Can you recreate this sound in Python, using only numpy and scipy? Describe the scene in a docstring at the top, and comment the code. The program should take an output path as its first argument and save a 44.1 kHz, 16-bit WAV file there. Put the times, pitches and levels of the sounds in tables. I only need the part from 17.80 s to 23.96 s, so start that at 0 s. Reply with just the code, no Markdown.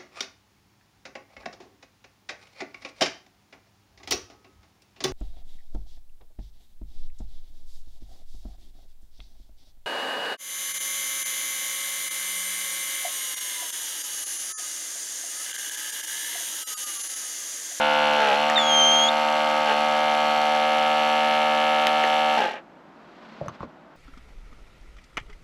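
"""A hard electric buzz close to the microphone, with sharp ticks: a hand-held espresso maker pumps its last water
through the coffee, over a table in a small camper. Each turn of the piston pump is a set of thumps, lined-up harmonics
of the crank, and valve ticks, impulses through resonances; it rattles when it labours, over filtered gear noise.
Air whistles through the wet spout in gliding partials, and the spout spits in damped rings.
The motor cuts out and knocks to a halt; a sleeve rustles in shaped noise and a cup is picked up with dull bumps."""
import sys
import numpy as np
from scipy import signal
from scipy.fft import rfft, irfft
from scipy.io import wavfile
from scipy.ndimage import uniform_filter1d

SR = 44100
rng = np.random.default_rng(int(sys.argv[2]) if len(sys.argv) > 2 else 0)


def master(y):
    """Save y as 16-bit WAV."""
    cut = np.clip(np.atleast_2d(y).T, -1, 1)
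    pcm = np.round(cut * 32767)  # scale
    wavfile.write(sys.argv[1], SR, pcm.astype(np.int16))


N = 271656
TIME = np.arange(N) / SR

# buzz while water is pushed, while the chamber drains, once it is dry: [multiple of the speed, relative level/dB]
WET_ORDERS = [(1, -45.5), (2, -23), (3, -11.5), (4, -14.5), (5, -30.5), (6, -21.5), (7, 0), (8, -10.5),
              (9, -1), (10, -7.5), (11, -1), (12, -0.5), (13, -14), (14, -8), (15, -12), (16, -12),
              (17, -40), (18, -4.5), (19, -5.5), (20, -4), (21, -20.5), (22, -10), (23, -11), (24, -19)]
DRAINING_ORDERS = [(1, -41.5), (2, -24.5), (3, -9), (4, -14), (5, -25), (6, -25.5), (7, -1.5), (8, -2.5),
                   (9, -2), (10, 1), (11, -2), (12, 1), (13, -12), (14, -15.5), (15, -5.5), (16, -7.5),
                   (17, -4.5), (18, -20), (19, -10), (20, -16), (21, -9.5), (22, -12.5), (23, -26),
                   (24, -18)]
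DRY_ORDERS = [(1, -41), (2, -23), (3, -7.5), (4, -14.5), (5, -23), (6, -13.5), (7, -0.5), (8, 1), (9, -5.5),
              (10, 7.5), (11, -3), (12, 1), (13, -15), (14, -14), (15, -5.5), (16, -8.5), (17, -2.5),
              (18, -5), (19, -12), (20, -23), (21, -12), (22, -9), (23, -6.5), (24, -30)]
# state of the chamber: [t/s, dryness: 0 full of water, 0.5 draining, 1 dry]
DRYNESS = [(0, 0.067), (.5, 0.13), (.72, 0.51), (1.8, 0.5), (2.05, 0.67), (2.8, 0.91), (4.5, 1)]
# loudness by state of the chamber: [dryness, buzz level/dB, valve tick level/dB,
# gear and water hiss level/dB without strain, rattle level/dB at full strain]
LOUDNESS = [(0, -20.5, -30.5, -33.5, -27.5), (.5, -22, -33.5, -33, -28), (1, -21, -31.5, -34, -26)]
# piston thumps within a turn: [share of the turn, level/dB, brightness/dB per multiple]
THUMPS = [(.13, -8, .45), (.53, -1, 0), (.63, 3, -.35), (.85, -6, 0)]
# valve and gear ticks within a turn: [share of the turn, level/dB, unstrained timing scatter/s]
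TICKS = [(.97, 0, .000004), (.65, -13, .00002), (.17, -25, .00003), (.3, -22, .00003)]
# resonances of piston, valve seat, casing and gear train: [f/Hz, width/Hz, level/dB]
PISTON_MODES = [(694, 167, 30.5), (1166, 570, -14.5)]
VALVE_MODES = [(2200, 450, -3), (3000, 700, 0)]
CASING_MODES = [(550, 184, -9.5), (860, 93, -7), (1490, 900, -17), (3130, 230, -34)]
GEAR_MODES = [(2084, 290, 10), (3030, 1900, -3), (4260, 142, 6.5), (4800, 140, -18.5), (5757, 130, -2.5),
              (7770, 270, -11), (11010, 1500, -12), (12500, 900, -21)]
# ring of the body as it coasts: [f/Hz, width/Hz, level/dB]
COAST_MODES = [(841, 58, 0.5), (624, 180, -11.5), (228, 47, -15.5)]
# casing resonances that sing out under strain: [f/Hz, half-width/Hz, level gained/dB]
LABOUR_MODES = [(848, 43, 8), (1620, 220, 8)]
# speed of the unloaded pump, a little faster as the water runs out: [t/s, speed/turns per s]
FREE_SPEED = [(.55, 74.7), (.85, 75.55), (1.4, 75.7), (2.7, 75.45), (2.9, 75.8), (4.55, 76.05)]
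# back pressure that the motor labours against: [t/s, speed lost/turns per s, build-up/s, release/s]
LOADS = [(.52, 6.4, .075, .04), (1.925, 2.3, .04, .04)]
# colour of the gear and water hiss: [f/Hz, level/dB per Hz]
HISS_COLOUR = [(90, -43), (200, -9), (400, -21), (560, -1.5), (850, 10.5), (1050, -4), (1400, 5.5),
               (1900, -3), (2900, 3.5), (4400, -6), (5800, -9.5), (8000, -19), (11200, -22.5), (13500, -41)]
# air through the spout: [t/s, f/Hz, level of the first partial/dB]
WHISTLE = [(0.755, 3833, -26), (0.773, 3610, -18), (0.835, 3350, -29), (0.929, 3212, -21),
           (1.021, 3148, -18), (1.201, 3218, -21), (1.243, 3280, -20.5), (1.283, 3340, -26),
           (1.293, 3700, -17), (1.3, 3640, -53)]
# spits and snaps at the spout, then cup and hand on the table:
# [t/s, level/dB, ring f/Hz, ring width/Hz, crack level/dB, rise/s]
SPITS = [(.6995, -9, 1850, 260, -4, .0002), (.778, -11, 1880, 100, -25, .0005),
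         (4.0697, 0, 3300, 1200, -11, .00005), (4.0699, -7, 1700, 600, -20, .00005),
         (4.2378, -9, 2700, 600, -12, .0002), (4.2395, -9, 1850, 260, -14, .0003),
         (4.240, -15, 480, 120, -20, .001)]
BUMPS = [(5.607, -21, 726, 120, -30, .004), (5.613, -13, 614, 120, -34, 0.0011),
         (5.660, -15.5, 600, 109, -16, 0.0034), (5.683, -17, 1170, 224, -16, 0.00019),
         (5.6832, -27, 6150, 350, -23, .0004), (5.806, -13, 1050, 350, -31, 0.00099),
         (5.821, -35, 700, 300, -22, .001), (5.830, -14.5, 1060, 300, -32, 0.00085),
         (5.832, -14.5, 480, 202, -31, 0.0012), (5.835, -35, 119, 30, -18, 0.0026),
         (5.674, -28, 127, 30, -25, .003)]
# strokes of the sleeve: [t/s, level/dB, rise/s, fall/s]
STROKES = [(5.21, -59, 0.026, .04), (5.55, -48.5, 0.31, 0.24), (5.69, -45, 0.025, .015),
           (5.755, -47.5, 0.036, 0.014), (5.83, -46.5, 0.03, .02), (6.1, -65, 0.21, .3)]
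# colours of the brushing cloth and of the cabin background: [f/Hz, level/dB per Hz]
SLEEVE_COLOUR = [(59, -81), (100, -66.5), (221, -3.5), (255, -16), (470, -20), (625, -17), (692, -32),
                 (1020, -16.5), (4420, -32), (13000, -67.5)]
CABIN_COLOUR = [(15, -55), (25, -32.5), (44, -15.5), (70, -16), (122, -17.5), (151, -5.5), (177, -3.5),
                (344, -2), (414, -10.5), (632, -2.5), (1230, -10), (1440, -10), (1730, -15.5),
                (14000, -52.5)]

GEAR_DB, CABIN_DB = -36.5, -50
# a load worth this many turns per s shakes the gears loose
LOOSE_SAG = 1.73
# the rotor's inertia offsets speed against load by this much
INERTIA_S = .02
# without power the pump runs out in this time, and its speed sinks at this rate
MOTOR_OFF_S, RUN_DOWN_S, SLOWING_PER_S = 4.573, 0.25, 3.6
# knocks of the coasting pump: first gap, growth of each gap, peak level, loss over the run-down
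KNOCK_GAP_S, KNOCK_GAP_GROWTH = .0135, 1.12
KNOCK_DB, KNOCK_FADE_DB = -11.5, 37
# the whistle's octave, relative to the first partial, is strongest at the lowest pitch;
# it loses 1 dB this far above it, and more with the square of the rise
OCTAVE_DB, OCTAVE_REACH_HZ = -8, 110
# top of the microphone's range
CUTOFF_HZ = 13900


def pump(strain_hiss_db=3, tick_fade=1.5, rattle_fade=0.91, gear_fade=1.8):
    """The pump at close range: buzz stops with the power, the rest fades with momentum, and knocks follow."""
    speed, strain, momentum = motor()
    turns = np.cumsum(speed) / SR
    dryness, = in_time(DRYNESS)
    states, *levels = np.transpose(LOUDNESS)
    buzz_db, tick_db, hiss_db, rattle_db = (np.interp(dryness, states, db) for db in levels)
    powered = np.clip((MOTOR_OFF_S - TIME) / 0.011 + .5, 0, 1)

    tone = from_db(buzz_db) * buzz(turns, speed, strain, dryness) * powered
    ticks = from_db(tick_db) * valve(turns, strain) * momentum ** tick_fade
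    loose = from_db(rattle_db) * strain * rattle(turns) * momentum ** rattle_fade
    gears = from_db(hiss_db + strain_hiss_db * strain) * hiss(turns)
    gears = gears + from_db(GEAR_DB) * grind(turns)
    return tone + ticks + loose + gears * momentum ** gear_fade + coasting()


def motor():
    """Speed, strain (0-1) and momentum (1 running, 0 at rest): load and loss of power both slow the motor."""
    sag = sum(lost * swell(s, rise_s, fall_s, roundness=1.15) for s, lost, rise_s, fall_s in LOADS)
    free, = in_time(FREE_SPEED)
    coasted_s = np.maximum(TIME - MOTOR_OFF_S, 0)
    kept = np.exp(-SLOWING_PER_S * coasted_s)
    speed = (free - sag) * kept
    load = np.interp(TIME + INERTIA_S, TIME, sag) + free * (1 - kept)
    strain = np.tanh((load / LOOSE_SAG) ** 2)
    momentum = np.clip(1 - coasted_s / RUN_DOWN_S, 0, 1)
    return speed, strain, momentum


def buzz(turns, speed, strain, dryness, wobble=0.0002, strain_wobble=0.0027, flutter_db=0.8):
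    """Harmonics of the crank, lined up in phase into a few ringing piston thumps a turn."""
    # the wobbles are in turns
    crank = turns + (wobble + strain_wobble * strain) * drift(70)
    usual_hz = np.median(speed)
    out = 0
    for k, states in enumerate(zip(WET_ORDERS, DRAINING_ORDERS, DRY_ORDERS), 1):
        # thumps and piston resonances set only the phase of each harmonic
        push = sum(from_db(db + tilt * k) * np.exp(-2j * np.pi * k * share) for share, db, tilt in THUMPS)
        body = sum(from_db(db) / (1 + 2j * (k * usual_hz - hz) / width) for hz, width, db in PISTON_MODES)
        phase = np.angle(-push * body)
        level_db = np.interp(dryness, [0, .5, 1], [db for _, db in states]) + flutter_db * drift(6.9)
        singing_db = sum(db / (1 + ((k * speed - hz) / width) ** 2) for hz, width, db in LABOUR_MODES)
        out = out + from_db(level_db + strain * singing_db) * np.sin(2 * np.pi * k * crank + phase)
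    # even out the running level
    return out / np.sqrt(uniform_filter1d(out ** 2, size=4096))


def valve(turns, strain, strain_scatter=6):
    """Sharp ticks ring the valve seat at fixed places in the turn; their timing loosens under strain."""
    train = 0
    for share, db, scatter_s in TICKS:
        at = once_a_turn(turns, share)
        late, size_db = rng.standard_normal((2, len(at)))
        late_s = late * scatter_s * (1 + strain_scatter * np.interp(at, TIME, strain))
        train = train + clicks(at + late_s, from_db(db + size_db))
    ticks = camper(resonate(train, VALVE_MODES), wet_db=-13)
    return rms_one(band(ticks, 1400, 3650))


def rattle(turns, uneven_db=3, scatter_s=.00016):
    """Gear play knocks the casing a few times a turn, never quite in time."""
    at = np.concatenate([once_a_turn(turns, share) for share, _, _ in TICKS])
    late, size = rng.standard_normal((2, len(at)))
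    train = clicks(at + scatter_s * late, from_db(uneven_db * size))
    knocks = camper(resonate(train, CASING_MODES), wet_db=5.5)
    return rms_one(band(knocks, 196, 6000))


def hiss(turns, swell_db=3, swell_share=0.27, grain_db=2.0):
    """Sliding gears and squeezed water hiss in grains that swell once a turn."""
    turn_db = swell_db * np.cos(2 * np.pi * (turns - swell_share))
    return rms_one(noise(HISS_COLOUR) * from_db(turn_db + grain_db * drift(700)))


def grind(turns, swell_db=4, swell_share=0.32):
    """The same rough gear faces pass on every turn, so their rasp is a comb of fine lines."""
    faces = rng.standard_normal((2, 400))
    first, second = (np.interp(turns % 1, np.linspace(0, 1, len(face)), face) for face in faces)
    # the shaft wanders a little, so the line of contact shifts
    contact = first + .35 * drift(4) * second
    load = from_db(swell_db * np.cos(2 * np.pi * (turns - swell_share)))
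    return rms_one(band(resonate(contact * load, GEAR_MODES), 1300, 14000))


def coasting(contact_s=0.0055, count=10):
    """Without power the piston bounces on the trapped pressure: slowing, fading knocks."""
    # sum of the growing gaps
    after_s = KNOCK_GAP_S * (KNOCK_GAP_GROWTH ** np.arange(count) - 1) / (KNOCK_GAP_GROWTH - 1)
    at = MOTOR_OFF_S + after_s
    sizes = from_db(-KNOCK_FADE_DB * (after_s / RUN_DOWN_S) ** 2)
    knocks = band(resonate(clicks(at, sizes), COAST_MODES), 110, 1130, order=3)
    # each push builds up over a few milliseconds
    last = at[np.clip(np.searchsorted(at, TIME) - 1, 0, None)]
    knocks = knocks * (1 - 0.51 * np.exp(-np.abs(TIME - last) / contact_s))
    return knocks * from_db(KNOCK_DB) / np.abs(knocks).max()


def whistle(third_db=-21, fourth_db=-33, fade_s=0.0033):
    """Air squeezes through a wet gap in the spout: a thin, unsteady tone with weak overtones."""
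    hz, first_db = in_time(WHISTLE)
    octave_db = first_db + OCTAVE_DB - ((hz - hz.min()) / OCTAVE_REACH_HZ) ** 2
    # third and fourth partials are set relative to the octave
    partials_db = [first_db, octave_db, octave_db + third_db, octave_db + fourth_db]
    phase = 2 * np.pi * np.cumsum(hz * (1 + .0035 * drift(220))) / SR
    start_s, end_s = WHISTLE[0][0], WHISTLE[-1][0]
    blowing = np.clip(np.minimum(TIME - start_s, end_s - TIME) / fade_s, 0, 1)
    return np.sqrt(2) * blowing * sum(from_db(db) * np.sin(k * phase) for k, db in enumerate(partials_db, 1))


def spits():
    """Spits and snaps at the spout: short rings and cracks with hardly any thud."""
    return band(taps(SPITS, crack_s=0.00065, thud_db=-42, thud_hz=607), 310, 16000)


def bumps():
    """Cup and hand touch the table: dull rings over a low thud."""
    return taps(BUMPS, crack_s=0.0011, thud_db=-23, thud_hz=115)


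def taps(rows, crack_s, thud_db, thud_hz):
    """Each tap is one damped ring, a short crack and a low thud; soft contacts rise slowly."""
    out = np.zeros(N)
    t = TIME[:4096]
    for s, db, hz, width, crack_db, rise_s in rows:
        ring = np.sin(2 * np.pi * hz * t) * np.exp(-np.pi * width * t)
        crack = band(rng.standard_normal(len(t)), 900, 7300) * np.exp(-t / crack_s)
        thud = rms_one(band(rng.standard_normal(len(t)), thud_hz / 2, thud_hz * 2)) * np.exp(-t / 0.021)
        tap = ring + from_db(crack_db) * crack + from_db(thud_db) * thud
        start = round(s * SR)
        out[start:start + len(t)] += from_db(db) * tap * (1 - np.exp(-t / rise_s))
    return out


def sleeve():
    """Cloth brushes along in strokes of coloured noise with a fine random flutter."""
    power = sum((from_db(db) * swell(s, rise_s, fall_s)) ** 2 for s, db, rise_s, fall_s in STROKES)
    return np.sqrt(power) * from_db(1.3 * drift(90)) * noise(SLEEVE_COLOUR)


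def cabin():
    """The quiet cabin: steady coloured noise."""
    return from_db(CABIN_DB) * noise(CABIN_COLOUR)


def camper(x, wet_db=-12, t60=0.1):
    """Adds a short, dull tail from close walls and cushions: decaying band-limited noise."""
    t = TIME[:8192]
    tail = band(rng.standard_normal(len(t)), 150, 3300) * from_db(-60 * t / t60) * (t > .004)
    return x + from_db(wet_db) * signal.fftconvolve(x, tail / np.linalg.norm(tail))[:N]


def from_db(db):
    """Decibels to gain."""
    return 10 ** (np.asarray(db) / 20)


def rms_one(x):
    """Scale to unit rms."""
    return x / np.sqrt(np.mean(x ** 2) + 1e-20)


def in_time(rows):
    """Each column of a curve at every sample."""
    s, *columns = np.transpose(rows)
    return [np.interp(TIME, s, c) for c in columns]


def drift(rate):
    """Random curve of spread 1: straight lines between knots, rate knots a second."""
    knots = rng.standard_normal(4096)
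    return np.interp(TIME * rate, np.arange(len(knots)), knots) / np.sqrt(2 / 3)


def swell(s, rise_s, fall_s, roundness=1.6):
    """A hump of height 1 that builds up to its moment and dies away."""
    return np.exp(-np.abs((TIME - s) / np.where(TIME < s, rise_s, fall_s)) ** roundness)


def noise(spectrum):
    """Noise of unit rms with the given colour, falling away below its lowest frequency."""
    hz, db = np.transpose(spectrum)
    bins = np.maximum(np.arange(N // 2 + 1) * SR / N, 1)
    colour = from_db(np.interp(np.log(bins), np.log(hz), db)) * np.minimum(bins / hz[0], 1)
    return rms_one(irfft(rfft(rng.standard_normal(N)) * colour, N))


def once_a_turn(turns, share):
    """The moments at which the crank passes a given share of its turn."""
    return np.interp(np.arange(400) + share, turns, TIME)


def clicks(times, sizes):
    """Impulses, each shared between its two nearest samples."""
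    # a tiny floor instead of exact silence
    out = np.full(N, 1e-18)
    at = np.clip(np.asarray(times) * SR, 0, N - 2)
    np.add.at(out, at.astype(int), sizes * (1 - at % 1))
    np.add.at(out, at.astype(int) + 1, sizes * (at % 1))
    return out


def resonate(x, modes):
    """Parallel resonances of alternating sign."""
    out = 0
    for k, (hz, width, db) in enumerate(modes):
        r = np.exp(-np.pi * width / SR)
        poles = [1, -2 * r * np.cos(2 * np.pi * hz / SR), r * r]
        gain = (-1) ** k * from_db(db) * (1 - r * r) / 2
        out = out + gain * signal.lfilter([1, 0, -1], poles, x)
    return out


def band(x, low_hz, high_hz, order=2):
    """Causal band-pass."""
    return signal.sosfilt(signal.butter(order, [low_hz, high_hz], "band", fs=SR, output="sos"), x)


def scene():
    """Pump and spout, then handling, over the quiet cabin."""
    return (pump() + whistle() + camper(spits() + bumps()) + sleeve() + cabin())[None]


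def record(dry, notch_hz=9050, notch_q=6):
    """The microphone has a narrow notch in the treble; the top is cut steeply."""
    coloured = signal.lfilter(*signal.iirnotch(notch_hz, notch_q, fs=SR), dry)
    return signal.sosfilt(signal.ellip(10, .1, 80, CUTOFF_HZ, fs=SR, output="sos"), coloured)


dry = scene()
out = record(dry)
master(out)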